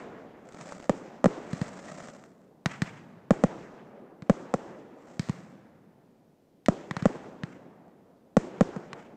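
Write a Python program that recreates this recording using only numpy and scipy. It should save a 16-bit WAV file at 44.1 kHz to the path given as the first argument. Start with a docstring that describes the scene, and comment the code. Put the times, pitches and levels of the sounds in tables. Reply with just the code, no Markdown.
"""Fireworks cook off in a bonfire in a field at night, some tens of metres away.
The dying wash of a shell burst opens over a low murmur; powder flares, sputters and snaps from 0.5 s.
From 0.9 s shells burst, each a shock wave that the ground sends back once more; from 1.5 s tubes fire
with a crack and a thump. Reports crowd together near 7 s, and two loud shells follow near 8.5 s.
Throughout, bushes return a short rush and trees scatter the reports into a long, darkening wash."""
import sys
import numpy as np
from scipy import signal
from scipy.fft import rfft, irfft
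from scipy.io import wavfile
from scipy.ndimage import uniform_filter1d

SR = 44100
rng = np.random.default_rng(int(sys.argv[2]) if len(sys.argv) > 2 else 0)


def master_out(mix):
    """Clip the mix to full scale and print it as 16-bit PCM to the path in sys.argv[1]."""
    frames = np.transpose(np.atleast_2d(mix))
    ceiling = np.clip(frames, -1, 1)
    pcm = np.round(ceiling * 32767).astype(np.int16)
    wavfile.write(sys.argv[1], SR, pcm)


N = 403956
TIME_S = np.arange(N) / SR
EVENT_MS = 1000 * np.arange(4096) / SR  # time axis of one report or spark


def undb(db):
    """Decibels to gain."""
    return 10 ** (np.asarray(db) / 20)


def unit_rms(x):
    """Scale to rms 1."""
    return x / np.sqrt(np.mean(x ** 2))


def curve_at(points, hz):
    """Interpolate (frequency [Hz], value) points on a log-frequency axis."""
    points_hz, values = np.transpose(points)
    return np.interp(np.log(hz + 1e-9), np.log(points_hz), values)


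def cut(x, hz, kind="low", order=1):
    """Butterworth low-pass or high-pass."""
    return signal.sosfilt(signal.butter(order, hz, kind, fs=SR, output="sos"), x)


def colour(x, spectrum, size=2048):
    """Minimum-phase filter through (frequency [Hz], gain [dB]) points."""
    hz = np.arange(size // 2 + 1) * SR / size
    cepstrum = irfft(np.log(undb(curve_at(spectrum, hz))))
    cepstrum[1:size // 2] *= 2
    cepstrum[size // 2 + 1:] = 0
    impulse = irfft(np.exp(rfft(cepstrum)))
    return signal.fftconvolve(x, impulse)[:len(x)]


def noise(spectrum):
    """Coloured noise, rms 1."""
    return unit_rms(colour(rng.standard_normal(N), spectrum))


def flutter(rate_hz, spread_db):
    """Smooth random gain about 0 dB."""
    step = int(SR / rate_hz)
    stairs = np.repeat(rng.standard_normal(N // step + 1), step)
    return undb(spread_db * unit_rms(uniform_filter1d(stairs, step)[:N]))


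def add(out, time_s, sound):
    """Mix a sound in; skip it if it starts outside the scene."""
    start = int(time_s * SR)
    if 0 <= start < N:
        out[start:start + len(sound)] += sound[:N - start]


# Background spectrum: (frequency [Hz], gain [dB])
MURMUR_SPECTRUM = [(25, -18), (80, -10), (170, -2), (350, -2), (700, -10), (1200, -25.5), (2500, -28.5),
                   (6000, -35.5), (14000, -44.5)]


def night_murmur(level_db=-64.5):
    """Low, far murmur of the fire and the open country."""
    return undb(level_db) * flutter(rate_hz=4, spread_db=0.7) * noise(MURMUR_SPECTRUM)


# Tree echoes of shells and of tubes: (frequency [Hz], gain [dB])
SHELL_WASH_SPECTRUM = [(40, -23.5), (90, -16), (180, -2), (340, -4.5), (560, -5), (800, -8.5), (1050, -12),
                       (1900, -17), (2600, -22.5), (4300, -30.5), (7400, -25.5), (14000, -43.5)]
TUBE_WASH_SPECTRUM = [(40, -29.5), (90, 3.5), (170, 13), (350, 0.5), (700, -0.5), (1200, -6), (1900, -7.5),
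                      (3000, -17), (4500, -21), (7400, -18), (14000, -21.5)]
# Tree-line decay: (frequency [Hz], T60 [s])
TREE_T60 = [(100, 2.8), (250, 4.82), (700, 3.43), (1800, 2.29), (4000, 1.69), (8000, 0.79)]


def tree_wash(events, spectrum, gain_db, build_s, early_boost, early_s, clump_db, patchy_db):
    """Countless echoes from grass and trees build up, arrive in clumps and lose their treble first."""
    fft_size = 2 ** 19
    clumped = rng.standard_normal(N) * flutter(260, clump_db)
    echo_bins = rfft(unit_rms(colour(clumped, spectrum)), fft_size)
    hz = np.arange(len(echo_bins)) * SR / fft_size
    onsets_s, strengths = np.transpose(events)
    grid_s = TIME_S[::64]
    age_s = np.maximum(grid_s - onsets_s[:, None], 0)
    early = 1 + early_boost * np.exp(-age_s / early_s)
    arrivals = strengths[:, None] ** 2 * (1 - np.exp(-age_s / build_s)) * early
    centres_hz = np.geomspace(100, 9000, 10)
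    out = np.zeros(N)
    for centre_hz, weights in zip(centres_hz, np.eye(len(centres_hz))):
        band = irfft(echo_bins * curve_at(np.c_[centres_hz, weights], hz))[:N]
        decay = undb(-60 * age_s / curve_at(TREE_T60, centre_hz))
        power = np.sum(arrivals * decay ** 2, axis=0)
        envelope = np.interp(TIME_S, grid_s, np.sqrt(power))
        out += band * envelope * flutter(22, patchy_db)
    return undb(gain_db) * out


# Bush echoes of tube cracks and of shell shocks: (frequency [Hz], gain [dB])
CRACK_ECHO_SPECTRUM = [(200, -15), (700, 2.5), (1200, 4.5), (1900, 6), (3000, -3), (4000, -15), (7500, -11),
                       (14000, -42)]
SHOCK_ECHO_SPECTRUM = [(80, -29.5), (200, -7.5), (330, 1), (500, -5), (800, -12.5), (2000, -36),
                       (14000, -51)]


def bush_echo(events, spectrum, gain_db, lag_s, build_s, fade_s, clump_db):
    """The nearest bushes throw each report back as a short, rough rush."""
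    age_s = np.arange(SR) / SR
    envelope = (1 - np.exp(-age_s / build_s)) * np.exp(-age_s / fade_s)
    power = np.zeros(N)
    for time_s, strength in events:
        add(power, time_s + lag_s, (strength * envelope) ** 2)
    return undb(gain_db) * np.sqrt(power) * flutter(90, clump_db) * noise(spectrum)


# Powder flares: (time of full burn [s], hold [s], level [dB])
POWDER_FLARES = [(0.602, 0.11, -45.5), (1.534, 0.14, -45.5), (1.894, .14, -45), (5.058, .08, -60),
                 (5.274, 0.032, -53.5)]


def powder_burn(rise_db_per_s=126, fall_db_per_s=70.5):
    """Burn envelope: each flare catches fast, holds and dies away."""
    burn = np.zeros(N)
    for time_s, hold_s, level_db in POWDER_FLARES:
        rise_db = rise_db_per_s * np.maximum(time_s - TIME_S, 0)
        fall_db = fall_db_per_s * np.maximum(TIME_S - time_s - hold_s, 0)
        burn += undb(level_db - rise_db - fall_db)
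    return burn


# Grains, gas and sparks: (frequency [Hz], gain [dB])
POWDER_SPECTRUM = [(60, -24.5), (170, 13.5), (400, 0.5), (600, 11.5), (950, -2), (1300, 2.5), (1550, -2.5),
                   (1900, -2), (2800, -12), (4200, -15), (5500, -12.5), (7600, -9.5), (14000, -34.5)]


def powder_sputter(burn, grains_per_s=1900, scatter_db=3.2, hiss_gain=0.78):
    """Powder grains pop in dense, uneven swarms over a hiss of gas."""
    sizes = undb(scatter_db * np.minimum(rng.exponential(size=N), 4.5))
    signs = rng.choice([-1, 1], N)
    pops = unit_rms(sizes * signs * (rng.random(N) < grains_per_s / SR))
    hiss = hiss_gain * rng.standard_normal(N)
    swarms = (pops + hiss) * flutter(rate_hz=190, spread_db=2.8)
    return burn * unit_rms(colour(swarms, POWDER_SPECTRUM))


# Loudest sparks: (time [s], level [dB])
LOUD_SPARKS = [(0.4884, -41), (0.5224, -40), (0.5457, -37), (.7225, -32.5), (0.8005, -38.5), (0.8265, -41),
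               (.842, -35.5), (2.085, -36), (2.239, -42.5)]


def sparks(burn, rate_per_s=24, over_burn_db=1.5, range_db=5, decay_ms=2.14):
    """Sparks snap out singly: a few loud ones, and lesser ones at random while powder burns."""
    snap = np.exp(-EVENT_MS / decay_ms)
    envelope = np.zeros(N)
    for time_s, level_db in LOUD_SPARKS:
        add(envelope, time_s, undb(level_db) * snap)
    for slot, (jitter, size) in enumerate(rng.random((int(rate_per_s * N / SR), 2))):
        time_s = (slot + jitter) / rate_per_s
        gain = burn[int(time_s * SR)] * undb(over_burn_db + range_db * size ** 2)
        add(envelope, time_s, gain * snap)
    return envelope * noise(POWDER_SPECTRUM)


# Tube crack: (frequency [Hz], gain [dB])
CRACK_SPECTRUM = [(100, -14), (400, -11.5), (800, -0.5), (1150, 4), (1550, 0.5), (1900, 4), (2500, -6.5),
                  (3000, -10.5), (4200, -7), (5500, -12), (7600, -15), (14000, -21)]
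# Tube shots, relative levels: (time [s], thump [dB], crack [dB], treble shelf [dB])
TUBE_SHOTS = [(1.531, -8.5, -43, 11), (1.6149, -5, -35, 1.5), (2.6591, -3, -17.5, -4),
              (2.8197, -3, -23, 0.5), (4.222, -19, -42.5, -10.5), (5.1949, -5.5, -43, 17),
              (5.295, -4, -34, 1), (6.6608, -30, -43, 15.5), (6.91, -12, -26.5, -6.5),
              (6.9669, -11.5, -27, -6.5), (7.024, -7.5, -35, -3.5), (7.4348, -10.5, -32, -11),
              (8.931, -21.5, -30, -10)]


def tube_launches(thump_gain_db=-1.16, crack_gain_db=9.5, muzzle_hz=170, crack_ms=1.97, spit_db=-21):
    """Gas leaves a tube: a sharp front and a ragged crack, then a slow push and suction."""
    base_push_ms, doubling_db = 0.79, 7
    front = 6 * (EVENT_MS == 0)
    out = np.zeros(N)
    for time_s, thump_db, crack_db, treble_db in TUBE_SHOTS:
        # a slow-burning charge cracks less, and pushes and spits longer
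        push_ms = base_push_ms * 2 ** ((thump_db - crack_db) / doubling_db)
        push = (1 - EVENT_MS / push_ms) * np.exp(-EVENT_MS / push_ms)
        thump = undb(thump_db + thump_gain_db) * cut(push, muzzle_hz, order=2)
        spit = undb(spit_db) * np.exp(-EVENT_MS / (4 * push_ms))
        gas = rng.standard_normal(len(EVENT_MS)) * (np.exp(-EVENT_MS / crack_ms) + spit)
        crack = colour(front + gas, CRACK_SPECTRUM)
        crack += (undb(treble_db) - 1) * cut(crack, hz=3200, kind="high")
        add(out, time_s, thump + undb(crack_db + crack_gain_db) * crack)
    return out


def shock(age_ms, length_ms, rise_ms=0.08):
    """N-shaped pressure wave: a steep front, a ramp into suction, a quick return."""
    progress = age_ms / length_ms
    front = 1 - np.exp(-np.maximum(age_ms, 0) / rise_ms)
    ramp = 1 - 1.316 * progress
    closing = (1 - np.tanh((progress - 1) / 0.02)) / 2
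    return front * ramp * closing


def shock_pair(age_ms, length_ms, rebound_gain=0.35, rebound_ms=1.61):
    """A shock, then a weaker, shorter one as the fireball rebounds."""
    return shock(age_ms, length_ms) + rebound_gain * shock(age_ms - rebound_ms, 0.8 * length_ms)


# Shock path over the field: (frequency [Hz], gain [dB])
FIELD_RESPONSE = [(100, 5), (200, 2.5), (310, -2.5), (400, 3.5), (560, 3), (950, 0.5), (1350, 0),
                  (1900, -0.5), (2800, -9.5), (4500, -8), (7500, 7), (14000, -3)]
# Shells: (time [s], relative level [dB], shock length [ms], ground echo lag [ms])
SHELL_BURSTS = [(-.19, 2.5, 1.4, 3.3), (0.8952, -3, 1.05, 3.22), (1.2426, -2, 0.97, 3.04),
                (1.258, -2.5, 1.62, 3.53), (3.3074, -1, 1.58, 3.4), (3.438, -2.5, 1.515, 3.51),
                (4.2972, -2, 1.69, 3.52), (4.5396, -5, 0.86, 3.55), (6.6847, -2, 1.62, 3),
                (7.0562, -2.5, 1.54, 3.42), (7.1566, -27.5, 1.6, 1.95), (7.881, -43, 2.0, 3.3),
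                (8.3685, -1, 1.47, 3.47), (8.6091, -2, 1.64, 3.58), (8.7629, -22, 2.1, 3.9)]


def shell_bursts(ground_gain=0.85, ground_hz=800, ground_stretch=1.795, tear_db=-35, tear_ms=4):
    """Each shell tears its casing and sends a shock pair; soft ground returns it duller and longer."""
    out = np.zeros(N)
    for time_s, level_db, length_ms, lag_ms in SHELL_BURSTS:
        direct = shock_pair(EVENT_MS, length_ms)
        reflected = cut(shock_pair(EVENT_MS - lag_ms, ground_stretch * length_ms), ground_hz)
        grit = unit_rms(cut(rng.standard_normal(len(EVENT_MS)), hz=2900))
        tear = undb(tear_db) * grit * np.exp(-EVENT_MS / tear_ms)
        add(out, time_s, undb(level_db) * (direct + ground_gain * reflected + tear))
    return colour(out, FIELD_RESPONSE)


def microphone_bass(x, corner_hz=168, q=1.84, rolloff_hz=115):
    """Resonant high-pass: steep pressure steps set the bass corner ringing briefly."""
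    omega = 2 * np.pi * corner_hz
    b, a = signal.bilinear([1, 0, 0], [1, omega / q, omega ** 2], SR)
    return cut(signal.lfilter(b, a, x), rolloff_hz, "high", order=2)


def scene(crack_weight_db=15):
    """Direct reports, tree and bush echoes in proportion to their strength, powder and murmur; mono."""
    reports = microphone_bass(shell_bursts() + tube_launches())
    # echo sources: (time [s], strength [linear])
    shells = [(time_s, undb(level_db)) for time_s, level_db, _, _ in SHELL_BURSTS]
    cracks = [(time_s, undb(crack_db)) for time_s, _, crack_db, _ in TUBE_SHOTS]
    tubes = [(time_s, np.hypot(undb(thump_db), undb(crack_db + crack_weight_db)))
             for time_s, thump_db, crack_db, _ in TUBE_SHOTS]
    trees = tree_wash(shells, SHELL_WASH_SPECTRUM, gain_db=-42.5, build_s=0.0025,
                      early_boost=1.0, early_s=0.027, clump_db=0.5, patchy_db=1.94)
    trees += tree_wash(tubes, TUBE_WASH_SPECTRUM, gain_db=-47, build_s=0.014,
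                       early_boost=0.46, early_s=0.059, clump_db=1.0, patchy_db=0)
    bushes = bush_echo(cracks, CRACK_ECHO_SPECTRUM, gain_db=-20, lag_s=0.018,
                       build_s=0.025, fade_s=0.066, clump_db=3.5)
    bushes += bush_echo(shells, SHOCK_ECHO_SPECTRUM, gain_db=-39, lag_s=0.0054,
                        build_s=0.003, fade_s=0.12, clump_db=4)
    burn = powder_burn()
    powder = powder_sputter(burn) + sparks(burn)
    return (reports + trees + bushes + powder + night_murmur())[None]


def record(dry, ceiling=0.66, skew=0.55, treble_hz=8300, leak_db=-17, hiss_db=-82, top_hz=15400):
    """A phone squashes the loudest peaks, passes little treble and adds a faint hiss."""
    squashed = ceiling * np.tanh(dry / ceiling)
    # overload pushes the input off centre; it settles back with a deep thud
    offset = cut(squashed ** 2, hz=62, order=2)
    thud = cut(offset, hz=20, kind="high")
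    body = cut(squashed - skew * thud, treble_hz, order=12)
    leak = undb(leak_db) * cut(squashed, treble_hz, "high", order=2)
    hiss = undb(hiss_db) * rng.standard_normal(dry.shape)
    band_limit = signal.ellip(8, 0.2, 70, top_hz, fs=SR, output="sos")
    return signal.sosfilt(band_limit, body + leak + hiss)


dry = scene()
out = record(dry)
master_out(out)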